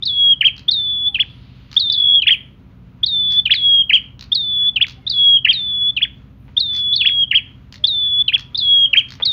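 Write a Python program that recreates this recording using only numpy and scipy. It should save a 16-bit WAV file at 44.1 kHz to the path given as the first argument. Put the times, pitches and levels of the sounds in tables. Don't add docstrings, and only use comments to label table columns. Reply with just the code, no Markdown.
import sys
import numpy as np
from scipy import signal
from scipy.fft import rfft, irfft, next_fast_len
from scipy.io import wavfile
from scipy.ndimage import uniform_filter1d, minimum_filter1d, map_coordinates

SR = 44100
rng = np.random.default_rng(int(sys.argv[2]) if len(sys.argv) > 2 else 0)


def volts_from_decibels(level):
    exponent = np.asarray(level, float) / 20
    return 10 ** exponent


def generate_wav(sig):
    pcm = np.round(np.clip(np.atleast_2d(sig).T, -1, 1) * 32767).astype(np.int16)
    wavfile.write(sys.argv[1], SR, pcm)


N = 411012


def along(points, hz):
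    f, v = np.transpose(points)
    return np.interp(np.log(hz + 1), np.log(f + 1), v)


def curve(rows):
    s, v = np.transpose(rows)
    return np.interp(np.arange(N) / SR, s, v)


def wobble(rate, size=N):
    knots = rng.standard_normal(int(size * rate / SR) + 4)
    coarse = np.arange(0, size + 16, 16)
    return np.interp(np.arange(size), coarse, map_coordinates(knots, [coarse * rate / SR]))


def filtered(x, response):
    m = next_fast_len(len(x) + 8192)
    return irfft(rfft(x, m) * response(np.fft.rfftfreq(m, 1 / SR)), m)[:len(x)]


def noise(spectrum):
    x = filtered(rng.standard_normal(N), lambda hz: volts_from_decibels(along(spectrum, hz)))
    return x / np.std(x)


def add(track, s, sound):
    part = track[round(s * SR):][:len(sound)]
    part += sound[:len(part)]


# f/Hz, decay by 60 dB t/s
ROOM_DECAY = [(500, 0.74), (3000, 0.32), (5000, 0.31), (10000, 0.022)]


def room(walls_db, tail_db):
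    hz, t, z = signal.stft(rng.standard_normal(SR // 2), SR, nperseg=256)
    decay = volts_from_decibels(-60 * t / along(ROOM_DECAY, hz)[:, None])
    tail = signal.istft(z * decay, SR, nperseg=256)[1]
    response = volts_from_decibels(tail_db) * np.pad(tail, (300, 0)) / np.linalg.norm(tail)
    walls = rng.uniform(size=(6, 2))
    delays_s = .002 + .022 * walls[:, 0]
    response[(SR * delays_s).astype(int)] += volts_from_decibels(walls_db - 12.0 * walls[:, 1])
    response[0] = 1
    return response


WAVER_HZ, RIPPLE_HZ, WAVER_DB = 5, 7, .7


def note(rows, partials, rough_db, response):
    s, hz, db = np.transpose(rows)
    t = np.arange(s[0] - .002, s[-1] + 0.0052, 1 / SR)
    n = len(t)
    pitch = uniform_filter1d(np.interp(t, s, hz), size=151)
    pitch = pitch + WAVER_HZ * wobble(40, size=n) + RIPPLE_HZ * wobble(180, size=n)
    phase = 2 * np.pi * np.cumsum(pitch) / SR
    edge = np.clip(np.minimum((t - t[0]) / .004, (t[-1] - t) / .007), 0, 1)
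    ends = np.sin(np.pi / 2 * edge) ** 2

    sweep = np.minimum(abs(np.gradient(pitch)) * SR / 40000, 1)
    breath = uniform_filter1d(uniform_filter1d(rng.standard_normal(SR), size=13), size=11)[:n] * 6
    air = volts_from_decibels(rough_db) * sweep * (t < t[0] + .1) * breath

    tone = np.zeros(n)
    for k, level in partials:
        flutter_db = .6 * wobble(70, size=n) if k == 1 else 4 * wobble(20, size=n)
        tone += volts_from_decibels(level + flutter_db) * np.sin(k * phase)
    level = uniform_filter1d(volts_from_decibels(np.interp(t, s, db)), size=89)
    sound = level * ends * tone * (1 + air) * volts_from_decibels(WAVER_DB * wobble(30, size=n))
    sound *= volts_from_decibels(3.3 * sweep * wobble(220, size=n))

    settled = np.clip((t - t[0] - .06) / .05, 0, 1)
    tail = (0, len(response) - 1)
    held = np.pad(settled * sound, tail)
    echoes = signal.fftconvolve(settled * sound, response) - held
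    hidden = np.pad(.85 * settled * ends, tail)
    moving = signal.fftconvolve((1 - settled) * sound, response)
    return t[0], moving + held + (1 - hidden) * echoes


def sing(notes, walls_db, tail_db, rough_db):
    out = np.zeros(N)
    for rows, partials in notes:
        add(out, *note(rows, partials, rough_db, room(walls_db, tail_db)))
    return out


def placed(shape, s, db):
    return np.add(shape, [s, 0, db])


NEAR_SETTLE_S, SHARP_HZ, EASE_S = .08, 152, 0.088
PUSH_S, PUSH_RISE_S, PUSH_HZ = .045, 0.038, 51.6


def near_hold(s, end, rest_hz, first_db, last_db, push_db):
    push_at = end - PUSH_S
    t = np.append(np.linspace(s, push_at, num=12), [push_at + PUSH_RISE_S, end])
    push = np.clip((t - end + PUSH_S) / PUSH_RISE_S, 0, 1)
    hz = rest_hz + SHARP_HZ * np.exp((s - t) / EASE_S) + PUSH_HZ * push
    drift_db = np.interp(t, [s, push_at], [first_db, last_db])
    return np.c_[t, hz, drift_db + (push_db - last_db) * push]


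# t/s after the note starts, f/Hz, level/dB
NEAR_FLICK = [(-0.004, 3182, -12), (0.0, 3391, 1), (0.005, 3543, -1.5), (0.01, 3655, 5),
              (0.015, 3555, -19.5)]
NEAR_GLIDE = [(0.0, 5050, -13), (0.005, 4620, -1.5), (0.011, 4258, 6.5), (0.02, 3919, 0.5),
              (0.035, 3776, 0.5), (0.055, 3660, -1.5)]
NEAR_SLUR = [(-0.001, 3260, 0), (0.004, 3068, 5), (0.01, 2753, 3), (0.016, 2500, -4), (0.022, 2444, -1),
             (0.027, 2385, -28.5)]
NEAR_ARCH = [(0.0, 1564, -23.5), (0.005, 1972, -16), (0.012, 2752, -1.5), (0.018, 3281, 0),
             (0.024, 3468, 4), (0.03, 3299, 2.5), (0.036, 2901, -9), (0.042, 2392, -10),
             (0.049, 1570, -25.5)]
# flick t/s, flick level/dB, glide level/dB
NEAR_OPENINGS = [(0.685, -7.5, -13.5), (1.769, -5.5, -15), (3.035, -6, -16.5), (4.322, -7.5, -14.0),
                 (5.503, -12.5, -17), (6.571, -6, -16.5), (7.843, -7, -15.5), (9.227, -9.5, -13.5)]
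# end t/s, resting f/Hz, settled level/dB, level/dB before the push, push level/dB
NEAR_WHISTLES = [(1.087, 3412, -15, -16.5, -9), (2.161, 3407, -15, -15, -9.5),
                 (3.4, 3426, -12.5, -12.5, -5.5), (4.695, 3407, -17.5, -11, -8),
                 (5.907, 3394, -19.5, -13.5, -10.5), (6.952, 3396, -18, -13.5, -9.5),
                 (8.222, 3398, -14.5, -13.5, -7), (9.6, 3386, -20.5, -14, -12)]
# slur t/s, slur level/dB, arch level/dB
NEAR_FLOURISHES = [(1.146, -13.5, -10), (2.22, -14.5, -9.5), (3.456, -11.5, -7), (4.761, -14.5, -9),
                   (5.967, -12.5, -8.5), (7.008, -13.5, -6.5), (8.281, -13, -9.5)]
# multiple of pitch, level/dB
NEAR_PARTIALS = [(.5, -49), (1, 0), (1.5, -65), (2, -63.5), (3, -72.5)]
# multiple of pitch, level/dB
FLICK_PARTIALS = [(.5, -46), (1, 0), (1.4, -40), (2, -50)]
SLUR_PARTIALS = [(1, 0), (1.28, -21), (2, -49)]
ARCH_PARTIALS = [(1, 0.5), (1.5, -44.5), (2, -53)]
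NEAR_GLIDE_AFTER_S, ARCH_AFTER_S = .0245, .0405


def near_bird():
    notes = []
    for (s, flick_db, glide_db), hold in zip(NEAR_OPENINGS, NEAR_WHISTLES):
        glide = s + NEAR_GLIDE_AFTER_S
        held = near_hold(glide + NEAR_SETTLE_S, *hold)
        whistle = np.vstack([placed(NEAR_GLIDE, glide, glide_db), held])
        notes.append((placed(NEAR_FLICK, s, flick_db), FLICK_PARTIALS))
        notes.append((whistle, NEAR_PARTIALS))
    for s, slur_db, arch_db in NEAR_FLOURISHES:
        notes.append((placed(NEAR_SLUR, s, slur_db), SLUR_PARTIALS))
        notes.append((placed(NEAR_ARCH, s + ARCH_AFTER_S, arch_db), ARCH_PARTIALS))
    return sing(notes, walls_db=-19, tail_db=-23, rough_db=-33.0)


FAR_SETTLE_S, SAG_HZ_PER_S, DROOP_HZ, DROOP_S, SWELL_STEEP = .07, 420, 25.2, 0.043, 2.5


def far_hold(s, end, last_hz, first_db, last_db, half_s):
    t = np.linspace(s, end, num=14)
    swell = 1 - 1 / (1 + ((t - s) / half_s) ** SWELL_STEEP)
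    hz = last_hz + SAG_HZ_PER_S * (end - t) + DROOP_HZ * (1 - np.exp((t - end) / DROOP_S))
    return np.c_[t, hz, first_db + (last_db - first_db) * swell / swell[-1]]


# t/s after the note starts, f/Hz, level/dB
FAR_FLICK = [(-0.002, 3420, 5.5), (0.002, 3640, 0), (0.006, 3600, 6.5), (0.011, 4100, -1.5),
             (0.015, 3910, -12.5)]
FAR_GLIDE = [(0.0, 5070, -6), (0.005, 4540, 2), (0.011, 4280, 0.5), (0.018, 3960, 2.5), (0.03, 3600, -3.5),
             (0.045, 3430, 0.5)]
FAR_SWOOP = [(-0.002, 3140, -22.5), (0.003, 2972, 6), (0.011, 2413, -3.5), (0.022, 1596, -18.5),
             (0.032, 2348, -5), (0.042, 3169, 4), (0.053, 3290, 4), (0.064, 3006, 1.5),
             (0.082, 2244, -16.5)]
# flick t/s, flick level/dB, glide level/dB
FAR_OPENINGS = [(.027, -21, -14.5), (1.895, -18, -17.5), (3.511, -21.5, -17), (5.069, -20, -15.5),
                (6.929, -16, -16), (8.549, -19, -15)]
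# end t/s, last f/Hz, first level/dB, last level/dB, time to half the swell t/s
FAR_WHISTLES = [(0.333, 3251, -18, -6.5, 0.049), (2.194, 3275, -12.5, -7, .1),
                (3.819, 3233, -18, -6.5, 0.026), (5.369, 3258, -12.5, -5, 0.039),
                (7.235, 3256, -16.5, -7.5, 0.47), (8.856, 3242, -13.5, -6.5, 0.031)]
# t/s after, change of f/Hz, change of level/dB
FAR_HOOK = [(.003, -70, -1), (.007, -260, -9)]
# swoop t/s, level/dB
FAR_SWOOPS = [(0.41, -8), (2.268, -8), (3.895, -8), (5.447, -8.5), (7.311, -7), (8.931, -7.5)]
# multiple of pitch, level/dB
FAR_PARTIALS = [(.5, -58), (1, 0), (1.5, -52), (2, -54.5), (3, -72.5)]
SWOOP_PARTIALS = [(1, 0), (1.5, -46), (2, -48), (3, -67)]
FAR_GLIDE_AFTER_S = .0275


def far_bird():
    notes = []
    for (s, flick_db, glide_db), row, swoop in zip(FAR_OPENINGS, FAR_WHISTLES, FAR_SWOOPS):
        glide = s + FAR_GLIDE_AFTER_S
        hold = far_hold(glide + FAR_SETTLE_S, *row)
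        whistle = np.vstack([placed(FAR_GLIDE, glide, glide_db), hold, np.add(FAR_HOOK, hold[-1])])
        notes.append((placed(FAR_FLICK, s, flick_db), FLICK_PARTIALS))
        notes.append((whistle, FAR_PARTIALS))
        notes.append((placed(FAR_SWOOP, *swoop), SWOOP_PARTIALS))
    return sing(notes, walls_db=-16, tail_db=-21.0, rough_db=-32.5)


# first snap t/s, last snap t/s, loudest level/dB, place of the loudest snap
RATTLES = [(0.5652, 0.5938, -29, 1.3), (1.715, 1.7674, -27, 1.3), (3.3076, 3.36, -27, 1),
           (4.1935, 4.2393, -27, 1.4), (4.868, 4.9223, -26, 0.97), (6.7337, 6.792, -26, 2),
           (7.7248, 7.7573, -27, .4), (8.3796, 8.408, -27, 0.16), (9.087, 9.153, -26.5, 1.6)]
SNAP_COUNTS = [3, 5, 5, 4, 5, 5, 3, 3, 5]
# f/Hz, level/dB
BILL = [(500, -36), (900, -5.5), (1600, 0.5), (3000, 0), (4300, 7.5), (6000, -3.5), (7200, -15),
        (8200, -23), (11000, -14), (16000, -16)]
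SNAP_RISE_DB, SNAP_FADE_DB, SNAP_SCATTER_DB, SNAP_SPACING_POWER = 4, 3.5, 1.6, 0.94


def bills():
    out, t = np.zeros(N), np.arange(300) / SR
    for (first, last, top_db, place), count in zip(RATTLES, SNAP_COUNTS):
        k = np.arange(count)
        response = room(walls_db=-12, tail_db=-14)[:SR // 3]
        times = first + (last - first) * (k / (count - 1)) ** SNAP_SPACING_POWER
        levels = top_db - np.maximum(SNAP_RISE_DB * (place - k), SNAP_FADE_DB * (k - place))
        for s, db in zip(times, levels):
            crack = volts_from_decibels(-60 * t / 0.014) * rng.standard_normal(len(t))
            scatter_db = SNAP_SCATTER_DB * rng.standard_normal()
            crack *= volts_from_decibels(db + 20.0 + scatter_db) / np.linalg.norm(crack)
            add(out, s, signal.fftconvolve(crack, response))
    return filtered(out, lambda hz: volts_from_decibels(along(BILL, hz)))


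# t/s, peak level/dB
KNOCKS = [
    (2.855, -59),
    (6.481, -39),
    (9.2, -21.5),
    (9.206, -34),
]
# f/Hz, width f/Hz, level/dB
PERCH_MODES = [(480, 130, -4.5), (930, 32, 5), (1170, 71, -2), (2300, 1200, -6.5)]


def perch():
    blows = np.zeros(N)
    for s, db in KNOCKS:
        add(blows, s, volts_from_decibels(db + 13.5) * np.hanning(14))

    def wood(f):
        total = 0
        for k, (centre, width, db) in enumerate(PERCH_MODES):
            damping = 1j * f * width
            total = total + (-1) ** k * volts_from_decibels(db) * damping / (centre * centre - f * f + damping)
        return total

    return signal.fftconvolve(filtered(blows, wood), room(walls_db=-3.5, tail_db=-13.5))[:N]


# start t/s, end t/s, cycle f/Hz
LOADS = [(0.197, .45, 14.3), (1.162, 1.629, 14.15), (2.723, 3.499, 14.05), (3.753, 4.121, 14.2),
         (4.214, 5.245, 14.2), (5.448, 5.943, 14.2), (6.701, 7.9, 14.47)]
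# multiple of the firing cycle, level/dB
ORDERS = [(1, -33), (2, -27), (3, -17.5), (4, 0), (5, -5.5), (6, -3), (7, -4), (8, -3), (9, 2), (10, -11),
          (11, -20), (12, -20), (13, -5), (14, -9.5), (15, -15.5), (16, -18), (17, -13.5), (18, -7),
          (19, -14), (20, -26.5)]
LOAD_DB_PER_HZ = {9: 7, 13: 22.5, 14: -10}
# f/Hz, level/dB
WHINE = [(972, -69.5)]
# t/s, level/dB
WHINE_FADES = [(0, -0.5), (4.6, 1), (5.2, -4.5), (9.32, -4.5)]
# f/Hz, level/dB per Hz
RUMBLE = [(15, -58.5), (25, -28.5), (43, -8.5), (119, -6.5), (257, -15.5), (408, -23.5), (501, -25),
          (659, -28.5), (961, -32.5), (1500, -41), (1950, -65), (3300, -120)]
IDLE_HZ, IDLE_DB, SAG_S = 14.55, -44, .06
RUMBLE_SWAY_DB = .8


def engine():
    t = np.arange(N) / SR
    sag = np.zeros(N)
    for start, end, hz in LOADS:
        sag += (IDLE_HZ - hz) * np.clip(np.minimum(t - start, end - t) / SAG_S + .5, 0, 1)
    cycle_hz = (IDLE_HZ - sag) * (1 + .002 * wobble(3.2))
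    phase = 2 * np.pi * np.cumsum(cycle_hz) / SR
    orders = np.zeros(N)
    for k, db in ORDERS:
        load_db = LOAD_DB_PER_HZ.get(k, 0) * (sag - .2)
        level = volts_from_decibels(db + load_db + 1.5 * wobble(3))
        orders += level * np.sin(k * phase + rng.uniform(0, 2 * np.pi))
    throb = volts_from_decibels(IDLE_DB) * orders / np.std(orders)

    whine = np.zeros(N)
    for hz, db in WHINE:
        level = volts_from_decibels(db + curve(WHINE_FADES) + 4 * wobble(3))
        whine += level * np.sin(2 * np.pi * np.cumsum(hz + 4 * wobble(3)) / SR)
    rumble = volts_from_decibels(-48.0 + RUMBLE_SWAY_DB * wobble(2.8)) * noise(RUMBLE)
    return throb + whine + rumble


# t/s, length t/s, start f/Hz, end f/Hz, level/dB
COOS = [(0.899, 0.39, 818, 804, -65), (2.096, 0.15, 795, 762, -63.5), (3.507, 0.21, 820, 776, -74),
        (4.381, 0.32, 685, 665, -64), (4.722, 0.14, 765, 762, -65.5), (4.974, 0.036, 765, 780, -58),
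        (5.017, 0.052, 2185, 2050, -62.5), (5.72, 0.14, 700, 706, -68), (8.864, 0.11, 560, 570, -63.5),
        (7.699, 0.36, 580, 640, -66.5), (9.248, 0.021, 2160, 2100, -49.5)]


def dove():
    out = np.zeros(N)
    for s, length, start_hz, end_hz, db in COOS:
        t = np.arange(0, length, 1 / SR)
        swell = np.sin(np.pi * t / length) ** .6 * volts_from_decibels(3 * wobble(18, size=len(t)))
        pitch = start_hz + (end_hz - start_hz) * t / length + 7 * wobble(25, size=len(t))
        add(out, s, volts_from_decibels(db + 6.5) * swell * np.sin(2 * np.pi * np.cumsum(pitch) / SR))
    return out


# t/s, level/dB
STREET_LEVEL = [(0, -60.5), (1.1, -61.5), (1.9, -57.5), (2.7, -63.5), (4.1, -62), (5, -59.5), (5.7, -60.5),
                (6.3, -62), (7.6, -62.5), (8.5, -60.5), (9.32, -54.5)]
# f/Hz, level/dB per Hz
STREET = [(600, -31.5), (1000, -8), (1300, -2.5), (1600, -8.5), (2800, -8.5), (4000, -15.5), (5000, -22.5),
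          (6500, -26), (8500, -37.5), (11000, -58)]
# t/s, level/dB
SWISH = [
    (1.05, -80.5),
    (1.2, -54.5),
    (1.45, -56.5),
    (1.7, -59),
    (1.95, -66.5),
    (2.4, -98.5),
]
# f/Hz, level/dB per Hz
TYRES = [(800, -36.5), (1500, -8), (3000, 5.5), (4500, 0), (5500, -15), (7000, -30.5), (9000, -67.5)]


def street():
    wash = volts_from_decibels(curve(STREET_LEVEL) + 1.6 * wobble(15)) * noise(STREET)
    return wash + volts_from_decibels(curve(SWISH)) * noise(TYRES)


def scene():
    return (near_bird() + far_bird() + bills() + perch() + engine() + dove() + street())[None]


def top_cut(x):
    return signal.sosfilt(signal.butter(12, 16085, fs=SR, output="sos"), x)


# f/Hz, level/dB
CAPSULE = [(20, 1.5), (7000, -0.5), (8200, -13.5), (16000, -11.5)]
# f/Hz, width f/Hz, level/dB
RASP = [(10000, 900, -77.5), (10600, 700, -75), (11500, 1200, -84), (13850, 900, -74), (14700, 800, -77),
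        (15400, 600, -76)]
# f/Hz, level/dB per Hz
AIR = [(6000, -40.5), (8500, -8), (11000, -1.5), (13500, 0.5), (15700, 1), (16200, -61.5)]
AIR_DB, DUCK_AT_DB = -79, -40


def record(dry):
    power = dry[0] ** 2
    loudness = abs(uniform_filter1d(power, size=900)) ** 0.25
    slow_rms = np.sqrt(abs(uniform_filter1d(power, size=3000)))
    hiss = volts_from_decibels(AIR_DB) * noise(AIR) / (1 + slow_rms / volts_from_decibels(DUCK_AT_DB))
    rasp = np.zeros(N)
    for hz, width, db in RASP:
        low, high = hz - width / 2, hz + width / 2
        band = [(low - 150, -40), (low, 0), (high, 0), (high + 150, -40)]
        rasp += volts_from_decibels(db + 6.3 * wobble(9) + 3.5 * wobble(30)) * noise(band)
    coloured = filtered(dry[0], lambda hz: volts_from_decibels(along(CAPSULE, hz)))
    x = (coloured + loudness * rasp + hiss)[None]
    need = np.minimum(1, .86 / np.maximum(abs(x), 1e-9))
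    gain = uniform_filter1d(minimum_filter1d(need, size=441), size=221)
    return top_cut(x * gain)


dry = scene()
out = record(dry)
generate_wav(out)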